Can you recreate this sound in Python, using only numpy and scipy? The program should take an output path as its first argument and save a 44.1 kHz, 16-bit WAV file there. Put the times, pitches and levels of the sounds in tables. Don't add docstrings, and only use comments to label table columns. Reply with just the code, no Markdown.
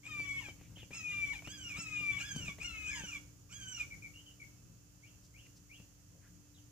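import sys
import numpy as np
from scipy import signal
from scipy.fft import rfft, irfft, next_fast_len
from scipy.io import wavfile
from scipy.ndimage import uniform_filter1d

SR = 44100
rng = np.random.default_rng(int(sys.argv[2]) if len(sys.argv) > 2 else 0)


def digitize_waveform(pressure):
    field = np.atleast_2d(pressure).T
    bounded = np.clip(field, -1, 1)
    quanta = np.round(bounded * 32767).astype(np.int16)
    wavfile.write(sys.argv[1], SR, quanta)


N = 295911


def amp(db):
    return 10 ** (np.asarray(db) / 20)


def unit(x):
    return x / np.sqrt(np.mean(np.abs(x) ** 2) + 1e-20)


def along(points, hz):
    f, v = np.transpose(points)
    return np.interp(np.log(hz + 1), np.log(f + 1), v)


def step(x):
    return .5 + .5 * np.tanh(x)


def progress(t, start, length):
    return np.clip((t - start) / length, 0, 1)


def add(track, s, sound):
    part = track[..., max(0, round(s * SR)):][..., :sound.shape[-1]]
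    part += sound[..., :part.shape[-1]]


def filtered(x, response):
    n = x.shape[-1]
    m = next_fast_len(n + 8192)
    return irfft(rfft(x, m) * response(np.fft.rfftfreq(m, 1 / SR)), m)[..., :n]


def panned(x, balance):
    return filtered(x, lambda hz: amp(np.outer([.5, -.5], along(balance, hz))))


def noise(shape, response):
    return unit(filtered(rng.standard_normal(shape), response))


def flutter(shape, width_hz):
    return noise(shape, lambda hz: np.exp(-(hz / width_hz) ** 2))


def roughened(phase, rough, width_hz):
    rough = np.clip(rough, 0, 1)
    smear = flutter(phase.shape, width_hz) * np.sin(phase)
    smear += flutter(phase.shape, width_hz) * np.cos(phase)
    return np.sqrt(2 * (1 - rough)) * np.sin(phase) + np.sqrt(rough) * smear


def room_tone(rumble_db=-55.5, hum_gain_db=5, hiss_db=-59):
    # frequency in Hz, relative level in dB.
    rumble_spectrum = [(22, -36), (43, -3.5), (58, -4), (72, -5.5), (94, 0.5), (125, -8), (175, -3),
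                       (210, -13.5), (300, -16), (400, -24.5), (560, -26), (700, -45.5), (1200, -34.5),
                       (2600, -51)]
    hum_partials = [(58.5, -72.5), (117, -64.5), (294, -68.5)]
    hiss_spectrum = [(410, -2), (700, -4), (872, -6.5), (1030, -6.5), (1110, -9), (1200, -6), (1600, -7),
                     (2350, -9.5), (2680, -6.5), (3040, -6), (3740, -12), (4660, -5.5), (6860, 0.5),
                     (8220, -10.5), (15300, -10)]
    # frequency in Hz, side over mid in dB.
    rumble_width = [(40, -11.5), (90, -10), (170, -7), (500, -4)]
    # frequency in Hz, left over right in dB.
    hiss_balance = [(700, 3), (2000, 2), (4500, -0.5), (5400, -5.5), (6500, -11.5), (7500, -10.5),
                    (9000, -0.5), (14000, -2)]
    t = np.arange(N) / SR
    mid, side = noise((2, N), lambda hz: amp(along(rumble_spectrum, hz)))
    side = filtered(side, lambda hz: amp(along(rumble_width, hz)))
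    rumble = amp(rumble_db + 1.6 * flutter(N, 3.9)) * np.array([mid + side, mid - side])
    hum = sum(amp(db + hum_gain_db) * roughened(2 * np.pi * hz * t, 0.13, 1.33)
              for hz, db in hum_partials)
    hiss = amp(hiss_db) * noise((2, N), lambda hz: amp(along(hiss_spectrum, hz)))
    return (rumble + hum) * amp([[.9], [-.9]]) + panned(hiss, hiss_balance)


def fades(t, attack_s=0.034, attack_db=10.5, release_s=0.039, release_db=12):
    attack = attack_db * (progress(t, 0, attack_s) - 1)
    return attack - release_db * progress(t, t[-1] - release_s, release_s)


def scream(t, pitch, level_db, upper_db, break_s, throat, *, clear_rough, harsh_rough,
           rasp_db, halves_db, thirds_db, flicker_db, wander, shake_db):
    harsh_s, dip_s = 0.0494, 0.006
    clear = step((t - harsh_s) / 0.0081) * step((break_s - t) / 0.0062)
    harsh = harsh_rough + 0.43 * step((harsh_s - t) / 0.011)
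    rough = harsh + (clear_rough - harsh) * clear
    waver = wander * flutter(len(t), 30.4) + 0.0276 * rough * flutter(len(t), 193)
    phase = 2 * np.pi * np.cumsum(pitch * (1 + waver)) / SR
    late = step((t - harsh_s - .09) / 0.016)
    whole = np.arange(1, 12)
    series = [(whole, 1),
              (whole + 1 / 2, amp(halves_db) * (1 - late) * clear),
              (np.r_[whole + 1 / 3, whole + 2 / 3], amp(thirds_db) * late * clear)]
    multiple = np.concatenate([m for m, _ in series])[:, None]
    focus = 0.72 + 0.2 * clear * late
    gains = np.vstack([g * amp(focus * along(throat, np.outer(m, pitch))) for m, g in series])
    gains *= amp(flicker_db * flutter(gains.shape, 28))
    upper = step((multiple * pitch - 4300) / 250)
    share = lambda w: w / np.linalg.norm(w, axis=0)
    gains = share(gains * (1 - upper)) * amp(level_db) + share(gains * upper) * amp(upper_db)
    voice = np.sum(gains * roughened(multiple * phase, rough + 0.58 * upper, 86), axis=0)
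    rasp = noise(len(t), lambda hz: amp(0.39 * along(throat, hz)))
    dip = np.exp(-((t - break_s) / dip_s) ** 2)
    voice += rasp * amp(level_db + rasp_db - 2 * dip) * np.sqrt(np.abs(rough) + 0.033 * dip)
    rattle_db = 1.4 * (1 - clear) * flutter(len(t), 170)
    voice *= amp(rattle_db + shake_db * flutter(len(t), 28))
    return voice * np.clip(np.minimum(t - t[0], t[-1] - t) / 0.0039, 0, 1)


def squeal(rise, glide, tail, collapse, from_hz, to_hz, overshoot_hz, db, flare_db):
    # frequency in Hz, relative gain in dB.
    throat = [(650, -22), (980, -16.5), (1170, -19), (1600, -18), (1950, -9.5), (2250, 3), (2700, -1),
              (3500, -17.5), (4200, -28), (5400, -13.5), (6800, -16.5), (8000, -23.5), (9000, -62),
              (15000, -71)]
    start_hz, slack_hz, settle_s = 1064, 742, .04
    crescendo_db, break_drop_db = 1.5, 6
    t = np.arange(0, rise + glide + tail, 1 / SR)
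    sag = progress(t, rise, glide)
    since_break = np.maximum(t - rise - glide, 0)
    overshoot = overshoot_hz * np.exp(-np.maximum(t - rise, 0) / settle_s)
    held = from_hz + (to_hz - from_hz) * sag + overshoot
    pitch = held + (start_hz - held) * (1 - progress(t, 0, rise)) ** 1.7
    pitch = slack_hz + (pitch - slack_hz) * np.exp(-since_break / collapse)
    level_db = db - crescendo_db * (1 - sag) - break_drop_db * progress(since_break, 0, 0.004)
    upper_db = -62 + flare_db * np.exp(-((t - 0.061) / 0.039) ** 2)
    return scream(t, pitch, level_db + fades(t), upper_db + fades(t), rise + glide, throat,
                  clear_rough=0.036, harsh_rough=.34, rasp_db=-4, halves_db=-14, thirds_db=-13,
                  flicker_db=3.5, wander=0.0023, shake_db=0)


def first_hawk():
    # start, rise, glide, tail and collapse time in seconds; glide start, glide end and
    # overshoot in Hz; relative level and overtone flare in dB.
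    calls = [(.03, 0.06, 0.31, .12, 0.039, 1185, 1098, 90.6, -46, 3.5),
             (.908, 0.055, 0.36, 0.077, .02, 1267, 1125, 96.4, -44, 15),
             (1.745, .055, .374, .07, .02, 1304, 1124, 55, -43, 18),
             (2.59, 0.077, .235, .155, .09, 1312, 1240, 129.5, -44, 12.5)]
    out = np.zeros((2, N))
    for s, *shape in calls:
        add(out, s, amp([[.5], [-2.5]]) * squeal(*shape))
    return out


def bumps_and_swells(touch_count=6, touch_db=-54, tick_t60_s=0.05, thud_t60_s=0.069):
    # start in seconds, relative level in dB, extra gain of the thud in dB.
    bumps = [(0.199, -39.5, -17), (.485, -39.5, -4), (.612, -45.5, -15), (0.77, -43.5, -5),
             (0.83, -42.5, 0.5), (.907, -38, -1), (1.422, -43, -7), (1.474, -34, -5.5), (1.788, -51, 10.5),
             (2.363, -47.5, 12.5), (2.482, -40.5, 3.5), (2.585, -39, -2.5), (3.037, -43.5, 2),
             (5.801, -51.5, 7)]
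    # frequency in Hz, relative level in dB.
    case = [(100, -63), (250, 1.5), (450, 0), (700, -5), (1300, -15), (2500, -10.5), (6000, -33),
            (15000, -32)]
    # start and length in seconds, centre in Hz, relative level in dB.
    swells = [(0.55, 0.17, 2360, -62.5), (0.65, 0.16, 98, -48), (2.28, 0.26, 139, -44),
              (2.355, 0.025, 6400, -49), (1.9, 1.36, 66, -53.5), (.755, 0.082, 2460, -54.5),
              (5.215, .075, 5500, -60), (5.545, 0.059, 5600, -59), (5.458, 0.018, 2200, -59),
              (6.1, 0.14, 510, -66), (6.185, .14, 1660, -63.5)]
    out = np.zeros(N)
    t = np.arange(SR // 6) / SR
    touches = [(s, touch_db, 0) for s in rng.uniform(.3, 3.1, touch_count)]
    for s, db, thud_db in bumps + touches:
        tick = noise(len(t), lambda hz: amp(along(case, hz)))
        thud = noise(len(t), lambda hz: np.exp(-((hz - 160) / 100) ** 2))
        add(out, s, tick * amp(db - 6 - 60 * t / tick_t60_s))
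        add(out, s, thud * amp(db + thud_db - 2 - 60 * t / thud_t60_s))
    for s, length, centre_hz, db in swells:
        swell = np.hanning(int(length * SR))
        band = noise(len(swell), lambda hz: 1 / (1 + (np.log((hz + 1) / centre_hz) / 0.26) ** 2))
        add(out, s, amp(db) * swell * band)
    return out * amp([[2.5], [-2.5]])


def chirp(length, start_hz, end_hz, db, rough, bend=1):
    u = np.linspace(0, 1, int(length * SR))
    pitch = start_hz * (end_hz / start_hz) ** (u ** bend)
    phase = 2 * np.pi * np.cumsum(pitch) / SR
    envelope = np.abs(np.sin(np.pi * u ** 0.83)) ** 0.27
    return amp(db) * envelope * roughened(phase, rough, 0.07 * start_hz)


def small_birds(whistle_s=.075, thin_hz=2615, thin_db=-81.5):
    # start and length in seconds, first and last pitch in Hz, relative level in dB,
    # roughness (all noise from 1 up).
    notes = [(0.37, 0.028, 3400, 2910, -55, 0.6), (0.757, 0.031, 3040, 3280, -52.5, 0.8),
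             (0.795, 0.046, 3448, 2605, -54.5, 1.2), (3.903, 0.051, 2347, 2052, -53.5, 0.63),
             (4.02, 0.056, 2425, 2182, -53.5, 0.6), (4.137, 0.079, 2706, 3100, -57.5, 0.54),
             (4.26, 0.056, 3095, 2910, -55.5, .35), (4.398, 0.048, 2330, 2116, -55, 0.3),
             (6.542, 0.057, 3960, 2860, -63.5, 1.11)]
    # start in seconds, relative level in dB.
    whistles = [(5.024, -63.5), (5.34, -59), (5.694, -56.5)]
    out = np.zeros(N)
    for s, *note in notes:
        add(out, s, chirp(*note))
    for s, db in whistles:
        add(out, s, chirp(whistle_s, start_hz=2065, end_hz=3460, db=db, rough=0.38, bend=1.1))
        add(out, s + .8 * whistle_s, chirp(0.077, start_hz=2700, end_hz=2700, db=db - 5.5, rough=0.42))
    thin_tone = roughened(2 * np.pi * thin_hz * np.arange(N) / SR, 0.45, 25)
    return out + thin_tone * amp(thin_db + 2.5 * flutter(N, 1.3))


def squawk(rise, fall, tail, top_hz, break_hz, db, upper_db, rough):
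    # frequency in Hz, relative gain in dB.
    throat = [(600, -57), (1150, -10), (1600, -5.5), (2000, -11), (2350, 15.5), (2800, 4), (3400, -5),
              (4100, -23), (4700, -20.5), (5300, -1.5), (6400, -5.5), (7700, -11.5), (9000, -61),
              (15000, -62)]
    start_hz, slack_hz, collapse_s = 1144, 1081, 0.034
    yelp_db, dull_db = 4.5, 14
    t = np.arange(0, rise + fall + tail, 1 / SR)
    since_break = np.maximum(t - rise - fall, 0)
    held = top_hz + (break_hz - top_hz) * progress(t, rise, fall) ** 0.92
    pitch = start_hz + (held - start_hz) * np.sin(np.pi / 2 * progress(t, 0, rise))
    pitch = slack_hz + (pitch - slack_hz) * np.exp(-since_break / collapse_s)
    slack = (top_hz - pitch) / (top_hz - slack_hz)
    level_db = db + yelp_db * progress(since_break, 0, 0.0048)
    upper_db = upper_db - dull_db * slack ** 2
    return scream(t, pitch, level_db + fades(t), upper_db + fades(t), rise + fall, throat,
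                  clear_rough=rough, harsh_rough=0.31, rasp_db=-3.5, halves_db=-32.5, thirds_db=-49,
                  flicker_db=4.5, wander=0.00967, shake_db=1.5)


def second_hawk():
    # start, rise, fall and tail in seconds; top and break pitch in Hz; relative levels of
    # voice and upper overtones in dB; roughness from 0 to 1.
    calls = [(1.439, .11, .14, 0.071, 1680, 1345, -50, -54.5, 0.15),
             (2.18, 0.098, 0.17, 0.079, 1708, 1386, -48.5, -52, 0.21),
             (2.84, .095, 0.17, .085, 1731, 1390, -50, -51.5, 0.3),
             (3.489, 0.077, 0.21, 0.077, 1648, 1423, -50.5, -51, 0.15)]
    out = np.zeros((2, N))
    for s, *shape in calls:
        add(out, s, amp([[-2.3], [-.8]]) * squawk(*shape))
    return out


def garden_echoes(x):
    # frequency in Hz, seconds to die away by 60 dB.
    decay_times = [(500, 0.96), (2500, 0.39), (7000, 0.87), (14000, 0.07)]
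    hz, t, spectrum = signal.stft(rng.standard_normal((2, SR // 2)), SR, nperseg=256)
    decay = amp(-60 * t / along(decay_times, hz)[:, None])
    tail = signal.istft(spectrum * decay, SR, nperseg=256)[1]
    return signal.fftconvolve(np.atleast_2d(x), tail / np.linalg.norm(tail[0]), axes=1)[:, :N]


def walls(x, count=14):
    taps = np.zeros((2, SR // 20))
    for mic in taps:
        mic[rng.integers(SR // 1000, SR // 50, count)] = rng.choice([-1, 1], count) / np.sqrt(count)
    return signal.fftconvolve(np.atleast_2d(x), taps, axes=1)[:, :N]


def window(x):
    # centre in Hz, width in Hz, boost or cut in dB.
    resonances = [(1407, 23, 5.5), (1658, 41, 6.5), (2239, 45, 10.5), (2281, 54, -6.5), (2338, 57, 8.5),
                  (2490, 44, -2), (2465, 28, 5.5), (2588, 37, 4), (2700, 64, -4), (2835, 27, 10),
                  (3055, 43, 5), (3422, 35, 4.5), (6370, 93, 4), (6570, 37, 4)]

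    def peak(hz, centre, width, db):
        detuning = centre ** 2 - hz ** 2
        return (detuning + 1j * hz * width * amp(db)) / (detuning + 1j * hz * width)

    return filtered(x, lambda hz: np.prod([peak(hz, *row) for row in resonances], axis=0))


def scene():
    # frequency in Hz, lead of the left microphone in radians.
    bird_phase = [(600, 1), (1400, -1.57), (2300, -1.37), (3200, -1.53), (6500, -1.73), (14000, 1)]
    # frequency in Hz, left over right in dB.
    bird_balance = [(700, -12), (1400, 6), (2300, 3.5), (3200, -1), (4400, 2), (6500, -12.5), (8000, -16),
                    (14000, -25)]
    near = first_hawk() + second_hawk()
    far = small_birds()
    direct = filtered(near + far, lambda hz: np.exp(1j * np.outer([.5, -.5], along(bird_phase, hz))))
    garden = amp(-11) * garden_echoes(near) + amp(-7.5) * garden_echoes(far)
    birds = window(direct + amp(-6) * walls(near + far) + garden)
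    return panned(birds, bird_balance) + bumps_and_swells() + room_tone()


def suppressor(x, shut_db=-72, open_db=-31.5, depth_db=9.5, follow_s=0.049, bass_share=0.99):
    band = filtered(x, lambda hz: (hz > 1000) & (hz < 4000))
    power = uniform_filter1d(np.mean(band ** 2, axis=0), SR // 30)
    level_db = 10 * np.log10(np.abs(power) + 1e-20)
    target = np.interp(level_db, [shut_db, open_db], [0, 1])
    pole = np.exp(-1 / (follow_s * SR))
    opening = signal.lfilter([1 - pole], [1, -pole], target)
    gain_db = depth_db * (opening - 1)
    bass = filtered(x, lambda hz: 1 - step((hz - 260) / 60))
    return bass * amp(bass_share * gain_db) + (x - bass) * amp(gain_db)


def record(dry):
    return filtered(suppressor(dry), lambda hz: hz < 15450)


dry = scene()
out = record(dry)
digitize_waveform(out)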